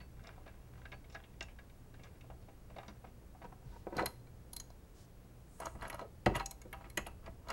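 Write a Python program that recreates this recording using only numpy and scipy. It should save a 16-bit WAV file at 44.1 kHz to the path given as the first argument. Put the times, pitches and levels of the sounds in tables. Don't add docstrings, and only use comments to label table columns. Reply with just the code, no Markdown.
import sys
import numpy as np
from scipy import signal
from scipy.fft import rfft, irfft
from scipy.io import wavfile

SR = 44100
rng = np.random.default_rng(int(sys.argv[2]) if len(sys.argv) > 2 else 0)


def volts_from_decibels(level):
    exponent = np.asarray(level, float) / 20
    return 10 ** exponent


def persist_wave(psi):
    counts = np.round(np.clip(psi, -1, 1) * 32767).astype(np.int16)
    wavfile.write(sys.argv[1], SR, np.atleast_2d(counts).T)


N = 331632

# pitch_hz, relative level_db (per Hz)
HUSH_SPECTRUM = [(12, -29), (20, -2), (60, -4), (138, -12), (255, -16), (301, -16.5), (472, -19),
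                 (660, -23.5), (923, -27.5), (1570, -32.5), (1810, -34), (3530, -40), (12100, -42),
                 (14700, -48.5), (16000, -59)]
# start_s, level_db
RUMBLE_DRIFT = [(0.0, -52.5), (1.55, -54.5), (2.85, -52), (3.39, -60.5), (3.81, -49.5), (5.59, -64.5),
                (5.78, -44.5), (6.45, -71), (6.7, -54), (7.1, -46), (7.52, -47.5)]
# pitch_hz, level_db (rms), width_hz
HUM_TONES = [(58.3, -63, 0.89), (121.2, -64.5, 3.5), (178.8, -71.5, 39)]
# pitch_hz, level_db (rms)
WHINE_TONES = [(11838, -90), (15734, -79.5)]
# pitch_hz, t60_s
ROOM_DECAY = [(150, 0.54), (700, 0.29), (2500, 0.27), (8000, 0.25)]
# start_s, end_s, level_db (before the swell shape), centre_hz, width_hz
SKIN_BRUSHES = [(3.618, 3.874, -74, 4000, 5000), (4.934, 5.077, -68.5, 5600, 6000),
                (5.446, 5.814, -68.5, 8300, 3630)]

# pitch_hz, relative level_db, t60_s
FEET_MODES = [(43.6, -3, 0.64), (60.7, -6.5, 0.19), (82, 2.5, 0.12), (119.4, 9.5, 0.1), (136, -38, 0.076)]
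COUNTER_MODES = [(160, -4, 0.05), (208.3, 5, 0.088), (351.5, 2.5, 0.068), (396.5, -8.5, 0.11),
                 (502, -1.5, 0.057), (512, 9, 0.015), (750, 6, 0.047), (950, -2, 0.098),
                 (1275, -3.5, 0.045), (1500, 0, 0.046), (1980, 1, 0.027), (2300, 3, 0.02)]
CASTING_MODES = [(595, -5, .06), (664, -3, .09), (745, -7, .06), (787, -15.5, .28), (980, -6, .08),
                 (1280, -9, .05), (1580, -6, .06), (1660, -6, .09), (1940, -2, .05), (2190, -3, .06),
                 (2345, -5, .05), (2620, -19, .32), (2745, -5, .06), (2840, -9, .09), (3330, -7, .035),
                 (4500, -20, .2)]
WRENCH_MODES = [(2190, -12, .04), (4124, -5, .04), (4190, -16, .09), (4800, -8, .02), (5500, -9, .015),
                (6450, -18, .06), (6680, -6, .03), (7200, -12, .012), (9250, -11, .015), (9850, -6, .025),
                (10420, -2, .025), (11130, -1, .025), (11460, -1, .03), (12000, -4, .025),
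                (12800, -10, .02)]
VALVE_MODES = [(3520, -2, .025), (3730, 0, .035), (4230, -5, .02), (5280, -4, .02), (5700, -5, .02),
               (6700, -8, .015), (8900, -12, .015)]

# start_s, level_db
FOOT_THUMPS = [(3.654, -35), (3.688, -53), (4.059, -40), (5.755, -57), (5.999, -62), (6.262, -18),
               (6.347, -29.5), (6.974, -39), (7.278, -53)]
# start_s, level_db, spot_hz, chatter_s
COUNTER_KNOCKS = [(0.376, -44.5, 623, 0.0093), (0.478, -56, 400, 0.0097), (1.993, -45, 300, 0.014),
                  (2.301, -41, 610, 0.012), (2.761, -45, 398, 0.012), (2.882, -38.5, 257, 0.045),
                  (3.042, -43.5, 700, 0.0045), (3.349, -48.5, 795, 0.0043), (3.524, -45, 790, 0.0037),
                  (3.621, -60, 600, 0.0038), (3.869, -32, 470, 0.0019), (3.925, -26.5, 420, 0.014),
                  (3.966, -30.5, 400, 0.0057), (3.982, -29.5, 700, 0.0036), (3.988, -28, 1300, 0.002),
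                  (4, -32.5, 1500, 0.003), (4.006, -33, 750, 0.003), (4.018, -24.5, 440, 0.0023),
                  (4.031, -27.5, 513, 0.0043), (4.048, -39, 695, 0.003), (5.669, -38, 416, 0.0045),
                  (5.752, -44, 296, 0.0057), (6.012, -30, 490, 0.031), (6.264, -12, 440, 0.01),
                  (6.285, -28, 325, 0.011), (6.319, -32, 328, 0.006), (6.652, -39, 332, 0.012),
                  (6.862, -46.5, 330, 0.012), (6.975, -31.5, 292, 0.011), (7.067, -42, 453, 0.011),
                  (7.279, -43, 352, 0.0042)]
# start_s, body_level_db, wrench_level_db, body_spot_hz, wrench_spot_hz
WRENCH_CLANKS = [(3.967, -60, -37.5, 800, 4950), (3.98, -31, -43, 1500, 4140),
                 (3.993, -31, -40, 1900, 4100), (4.017, -45, -55, 860, 5000), (4.024, -41, -47, 1220, 4180),
                 (4.053, -41, -60, 900, 4150), (4.058, -35, -28.5, 1910, 11300),
                 (4.062, -48, -32.5, 730, 4060), (4.196, -83, -67, 2270, 3960),
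                 (4.27, -62.5, -66, 2300, 4100), (4.531, -58, -35, 840, 10400),
                 (4.534, -59, -46, 845, 4500), (4.564, -60, -34.5, 790, 10940),
                 (4.566, -62, -37.5, 786, 4124), (4.599, -55, -35, 1950, 6700),
                 (4.602, -61, -43, 686, 4124), (4.702, -55, -55, 714, 4800),
                 (5.601, -38.5, -41.5, 720, 9000), (5.615, -42, -60, 653, 4100),
                 (5.656, -41, -38.5, 656, 6770), (5.668, -44, -54, 670, 4180), (5.752, -49, -64, 660, 8020),
                 (5.812, -61, -52.5, 659, 4030), (5.82, -44, -70, 1640, 4100), (5.824, -49, -51, 657, 9800),
                 (5.851, -41, -55, 1550, 3870), (5.879, -72, -46, 659, 11000),
                 (5.899, -40, -39.5, 1930, 10900), (5.928, -46, -47.5, 650, 3900),
                 (5.944, -42, -45, 586, 9180), (5.992, -39.5, -52, 660, 4740),
                 (6.012, -49, -54.5, 660, 4050), (6.26, -25.5, -32.5, 1960, 4700),
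                 (6.348, -35, -61, 1930, 4100), (6.353, -33.5, -38.5, 1920, 6900),
                 (6.359, -38, -60, 2840, 4100), (6.363, -41.5, -36, 980, 10400),
                 (6.397, -36, -39.5, 1920, 3680), (6.407, -36, -61, 808, 4100),
                 (6.413, -47, -71, 2640, 4100), (6.459, -66, -32, 777, 6700), (6.461, -56, -51, 1940, 4124),
                 (6.51, -54.5, -37.5, 756, 9100), (6.512, -57, -49.5, 2190, 4100),
                 (6.616, -55, -47.5, 2160, 6750), (6.728, -42, -43.5, 2140, 12300),
                 (6.736, -42.5, -73, 800, 4080), (6.808, -51, -70, 770, 4100),
                 (6.818, -62, -74, 2300, 4100), (6.842, -52, -74, 1940, 4150),
                 (6.854, -58, -70, 2180, 4120), (6.899, -58, -47.5, 2200, 10600),
                 (6.9, -62, -56.5, 2190, 4124), (6.973, -27.5, -28, 1930, 6860),
                 (6.979, -34.5, -63, 590, 4100), (7.063, -44, -67, 2920, 3800),
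                 (7.067, -40, -41, 595, 10700), (7.261, -49.5, -54.5, 2000, 5000),
                 (7.278, -42.5, -80, 650, 4470), (7.472, -47, -72, 660, 3810),
                 (7.485, -59, -44.5, 840, 3830), (7.502, -39, -35.5, 1960, 5170)]
# start_s, casting_level_db, valve_level_db, casting_spot_hz, chatter_s
VALVE_TICKS = [(0.001, -51.5, -60, 1500, 0.036), (0.003, -58, -71, 4500, 0.004),
               (0.005, -59, -75, 2620, 0.0035), (0.238, -57, -54.5, 627, 0.0074),
               (0.27, -49.5, -47, 690, 0.01), (0.459, -47, -63, 597, 0.021),
               (0.461, -56.5, -69, 2630, 0.0073), (0.477, -52.5, -58, 1600, 0.0046),
               (0.776, -54, -58, 980, 0.057), (0.854, -44, -56.5, 1590, 0.0018),
               (0.918, -44, -49.5, 2150, 0.0056), (0.927, -48.5, -64, 1650, 0.0028),
               (0.93, -49.5, -59, 640, 0.0017), (0.936, -63, -78, 4500, 0.004),
               (0.938, -73, -78, 2800, 0.004), (1.042, -56, -63, 2190, 0.0074),
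               (1.098, -59, -53, 2310, 0.017), (1.123, -55, -49.5, 615, 0.02),
               (1.145, -55, -51, 1300, 0.0048), (1.149, -48, -52.5, 650, 0.0035),
               (1.15, -40.5, -72, 1650, 0.0086), (1.237, -54.5, -71, 2980, 0.0078),
               (1.336, -65, -78, 2340, 0.0044), (1.408, -37, -39, 2750, 0.0016),
               (1.41, -41, -70, 1590, 0.0017), (1.425, -55, -40, 655, 0.0077),
               (1.483, -51.5, -70, 2340, 0.03), (1.587, -49.5, -58.5, 1670, 0.0049),
               (1.697, -61.5, -61, 2330, 0.0042), (1.94, -53.5, -59, 1590, 0.015),
               (1.995, -59, -76, 2140, 0.0065), (2.034, -53, -48.5, 2360, 0.015),
               (2.055, -64, -62, 590, 0.022), (2.153, -65, -75, 1540, .005), (2.171, -80, -75, 1550, .004),
               (2.209, -57.5, -56.5, 2310, 0.0035), (2.242, -56.5, -80, 660, 0.0019),
               (2.301, -48.5, -69, 666, 0.0028), (2.425, -59.5, -63, 590, 0.012),
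               (2.485, -51.5, -73, 716, 0.0027), (2.699, -48.5, -76, 630, 0.021),
               (2.762, -45, -57, 666, 0.012), (2.784, -40.5, -48, 713, 0.0042),
               (2.829, -50, -57, 980, 0.024), (2.881, -45.5, -44.5, 1020, 0.015),
               (3.042, -55, -75, 670, 0.0056), (3.069, -62, -68, 2120, 0.015),
               (3.416, -42, -66, 710, 0.019), (3.448, -69, -77, 790, 0.0039)]

# peak_s, level_db, rise_s, fall_s (rise and fall each span 20 dB)
DRAG_STROKES = [(3.448, -46.5, 0.016, 0.025), (3.524, -55, 0.0047, 0.018), (3.768, -59, 0.17, 0.015),
                (3.994, -39, 0.081, 0.35), (4.075, -63, .02, 0.11)]
GRIP_STROKES = [(5.625, -47, 0.032, 0.056), (5.67, -50, 0.033, 0.044), (5.826, -49.5, 0.048, 0.094),
                (5.86, -52, 0.03, 0.046), (5.94, -53, 0.05, 0.04), (5.996, -52, 0.02, 0.054),
                (6.38, -40.5, 0.069, 0.041), (6.8, -66, 0.16, 0.093), (6.855, -60.5, 0.03, 0.048),
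                (7.12, -71, 0.066, 0.067), (7.272, -50, 0.036, 0.011), (7.51, -43, 0.044, 0.045)]
THREAD_STROKES = [(0.27, -60, 0.11, 0.12), (0.5, -73.5, 0.17, 1), (0.85, -67.5, 0.089, 0.014),
                  (1.2, -74, 0.063, 0.18), (2.06, -64, 0.088, 0.09), (2.49, -85, 0.059, 0.039),
                  (2.8, -66.5, 0.11, 0.26), (3.05, -64, 0.016, 0.022)]

HUSH_DB, RUMBLE_TRIM_DB, ROOM_DB = -58, -6.5, -15
SPOT_DB, HELD_SPOT_DB = 8, 6
THROUGH_DB = -11.5
COUNTER_SPOT_HZ = 306
WRENCH_CHATTER_S = 0.0044
FITTED_S = 5.5
DRAG_END_S = 4.012
SLIDE_DB, SLIDE_RISE_S, SLIDE_FALL_S = -12, 0.0029, 0.03
VALVE_SPOT_HZ, GLANCE_OCT_PER_DB = 4600, 0.03
GRIT_PER_S, GRIT_DB = 36, 0.5


def evened(x):
    return x / np.sqrt(np.mean(x ** 2) + 1e-20)


def read(points, hz):
    f, value = np.transpose(points)
    return np.interp(np.log(hz + 1), np.log(f + 1), value)


def band(x, hz, width):
    turn = np.exp(2j * np.pi * hz * np.arange(len(x)) / SR)
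    r = np.exp(-np.pi * width / SR)
    return 2 * (turn * signal.lfilter([1 - r], [1, -r], x / turn)).real


def add(mix, s, sound):
    part = mix[round(s * SR):][:len(sound)]
    part += sound[:len(part)]


def ring(modes, spot_hz, narrow_db, spot_db, crack_db, crack_s):
    hz, db, t60 = np.transpose(modes)[:, :, None]
    t = np.arange(11000) / SR
    away = np.minimum(abs(np.log2(hz / spot_hz)), 1.5)
    lift = spot_db * np.exp(-(away / .06) ** 2)
    chance = 2.2 * rng.standard_normal(hz.shape)
    weight = volts_from_decibels(db - narrow_db * away + lift + chance)
    tones = (weight * volts_from_decibels(-60 * t / t60) * np.sin(2 * np.pi * hz * t)).sum(0)
    sos = signal.butter(4, [0.53 * hz.min(), 0.86 * hz.max()], "bandpass", fs=SR, output="sos")
    noise = signal.sosfilt(sos, rng.standard_normal(len(t)))
    for _ in range(2):
        noise = band(noise, spot_hz, 0.87 * spot_hz)
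    crack = evened(noise) * volts_from_decibels(crack_db - 60 * t / crack_s)
    return np.array([tones / np.sqrt((weight ** 2).sum()), crack])


def chattered(blow, chatter_s):
    t = np.arange(2000) / SR
    bounces = rng.standard_normal(len(t)) * (rng.random(len(t)) < .06) * np.exp(-t / chatter_s)
    bounces[0] = 1.0
    bounces /= np.linalg.norm(bounces)
    tones, crack = blow
    build = 1 - np.exp(-np.arange(len(tones)) / SR / (0.2 * chatter_s))
    return tones * build + signal.fftconvolve(crack, bounces)[:len(tones)]


def counter(spot_hz):
    return ring(COUNTER_MODES, spot_hz, 10.8, 0, -12.0, 0.091)


def knock(struck, struck_db, held, held_db, struck_hz, held_hz, chatter_s):
    body = ring(struck, struck_hz, 14.0, SPOT_DB, -3, 0.034)
    body = volts_from_decibels(struck_db) * (body + volts_from_decibels(THROUGH_DB) * counter(COUNTER_SPOT_HZ))
    piece = volts_from_decibels(held_db) * ring(held, held_hz, 13.6, HELD_SPOT_DB, -2.5, 0.0084)
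    return chattered(body, chatter_s) + chattered(piece, 0.84 * chatter_s)


def slides(blows):
    return [(s + SLIDE_RISE_S, db + SLIDE_DB, SLIDE_RISE_S, SLIDE_FALL_S) for s, db, *_ in blows]


def rub(strokes, body, held, body_hz, held_hz, slips_per_s, held_db):
    t = np.arange(0, N + 32, 32) / SR
    level = np.zeros(len(t))
    for s, db, rise, fall in strokes:
        level += volts_from_decibels(db - 20 * np.maximum((s - t) / rise, (t - s) / fall))
    slips = volts_from_decibels(4.9 * np.minimum(rng.exponential(1, N), 4)) * rng.choice([-1, 1], N)
    slips = slips * (rng.random(N) < slips_per_s / SR)
    body_ring = ring(body, body_hz, 9.3, 0, 8.8, 0.007).sum(0)[:3000]
    held_ring = ring(held, held_hz, 2.3, 0, 5.1, 0.083).sum(0)[:3000]
    low = evened(signal.oaconvolve(slips, body_ring)[:N])
    high = evened(signal.oaconvolve(slips, held_ring)[:N])
    return np.interp(np.arange(N) / SR, t, level) * (low + volts_from_decibels(held_db) * high)


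def hush():
    hz, t = np.fft.rfftfreq(N, 1 / SR), np.arange(N) / SR
    spectrum = rfft(rng.standard_normal(N)) * volts_from_decibels(read(HUSH_SPECTRUM, hz))
    out = volts_from_decibels(HUSH_DB) * evened(irfft(spectrum, N))
    rumble = evened(band(band(rng.standard_normal(N), 50, 97), 50, 97))
    drift_db = np.interp(t, *np.transpose(RUMBLE_DRIFT))
    out += volts_from_decibels(drift_db + RUMBLE_TRIM_DB) * rumble
    for f, db, width in HUM_TONES:
        waver = evened(band(rng.standard_normal(N), f, width))
        out += volts_from_decibels(db) * evened(1.65 * np.sin(2 * np.pi * f * t) + waver)
    for f, db in WHINE_TONES:
        out += volts_from_decibels(db) * np.sqrt(2) * np.sin(2 * np.pi * f * t)
    return out


def room(x):
    taps = np.zeros(SR // 2)
    at = np.arange(200, len(taps) - 20, 20)
    taps[at + rng.integers(0, 20, len(at))] = rng.choice([-1., 1.], len(at))
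    hz, t, z = signal.stft(taps, SR, nperseg=256)
    decay = volts_from_decibels(-60 * t / read(ROOM_DECAY, hz)[:, None])
    tail = signal.istft(z * decay, SR, nperseg=256)[1]
    return signal.fftconvolve(x, tail / np.linalg.norm(tail))[:N]


def skin_brushes():
    out = np.zeros(N)
    for start, end, db, hz, width in SKIN_BRUSHES:
        size = round((end - start) * SR)
        hiss = band(band(rng.standard_normal(size), hz, width), hz, width)
        add(out, start, volts_from_decibels(db) * evened(hiss) * np.hanning(size) ** .5)
    return out


def foot_thumps():
    out = np.zeros(N)
    for s, db in FOOT_THUMPS:
        sound = chattered(volts_from_decibels(db) * ring(FEET_MODES, 80, 1.5, 0, -8, .12), .008)
        add(out, s, sound * signal.windows.tukey(len(sound), .1))
    return out


def counter_knocks():
    out = np.zeros(N)
    for s, db, spot_hz, chatter_s in COUNTER_KNOCKS:
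        add(out, s, chattered(volts_from_decibels(db) * counter(spot_hz), chatter_s))
    return out


def wrench_clanks():
    out = np.zeros(N)
    for s, body_db, wrench_db, spot_hz, wrench_hz in WRENCH_CLANKS:
        body = CASTING_MODES if s > FITTED_S else COUNTER_MODES
        add(out, s, knock(body, body_db, WRENCH_MODES, wrench_db, spot_hz, wrench_hz, WRENCH_CHATTER_S))
    return out


def wrench_drag():
    lifted = volts_from_decibels(-200 * np.maximum(np.arange(N) / SR - DRAG_END_S, 0))
    return lifted * rub(DRAG_STROKES, COUNTER_MODES, WRENCH_MODES, 750, 3600, 2500, held_db=-22.5)


def wrench_scrapes():
    strokes = GRIP_STROKES + slides(WRENCH_CLANKS)
    return rub(strokes, CASTING_MODES, WRENCH_MODES, 947, 7100, 1500, held_db=-23.5)


def thread_rubs():
    strokes = THREAD_STROKES + slides(VALVE_TICKS)
    turning = rub(strokes, CASTING_MODES, VALVE_MODES, 910, 1830, 1600, held_db=-10.0)
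    grit = rub(THREAD_STROKES, CASTING_MODES, VALVE_MODES, 1330, 3300, GRIT_PER_S, held_db=-30.0)
    return turning + volts_from_decibels(GRIT_DB) * grit


def valve_ticks():
    out = np.zeros(N)
    for s, casting_db, valve_db, spot_hz, chatter_s in VALVE_TICKS:
        octaves = np.clip(GLANCE_OCT_PER_DB * (valve_db - casting_db), -.5, .5)
        valve_hz = VALVE_SPOT_HZ * 2 ** octaves
        add(out, s, knock(CASTING_MODES, casting_db, VALVE_MODES, valve_db, spot_hz, valve_hz, chatter_s))
    return out


def scene():
    work = skin_brushes() + foot_thumps() + counter_knocks()
    work += wrench_clanks() + wrench_drag() + wrench_scrapes()
    work += thread_rubs() + valve_ticks()
    return (work + volts_from_decibels(ROOM_DB) * room(work) + hush())[None]


def low_pass(x):
    return signal.sosfilt(signal.butter(12, 16000, fs=SR, output="sos"), x)


def record(dry):
    return low_pass(dry)


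dry = scene()
out = record(dry)
persist_wave(out)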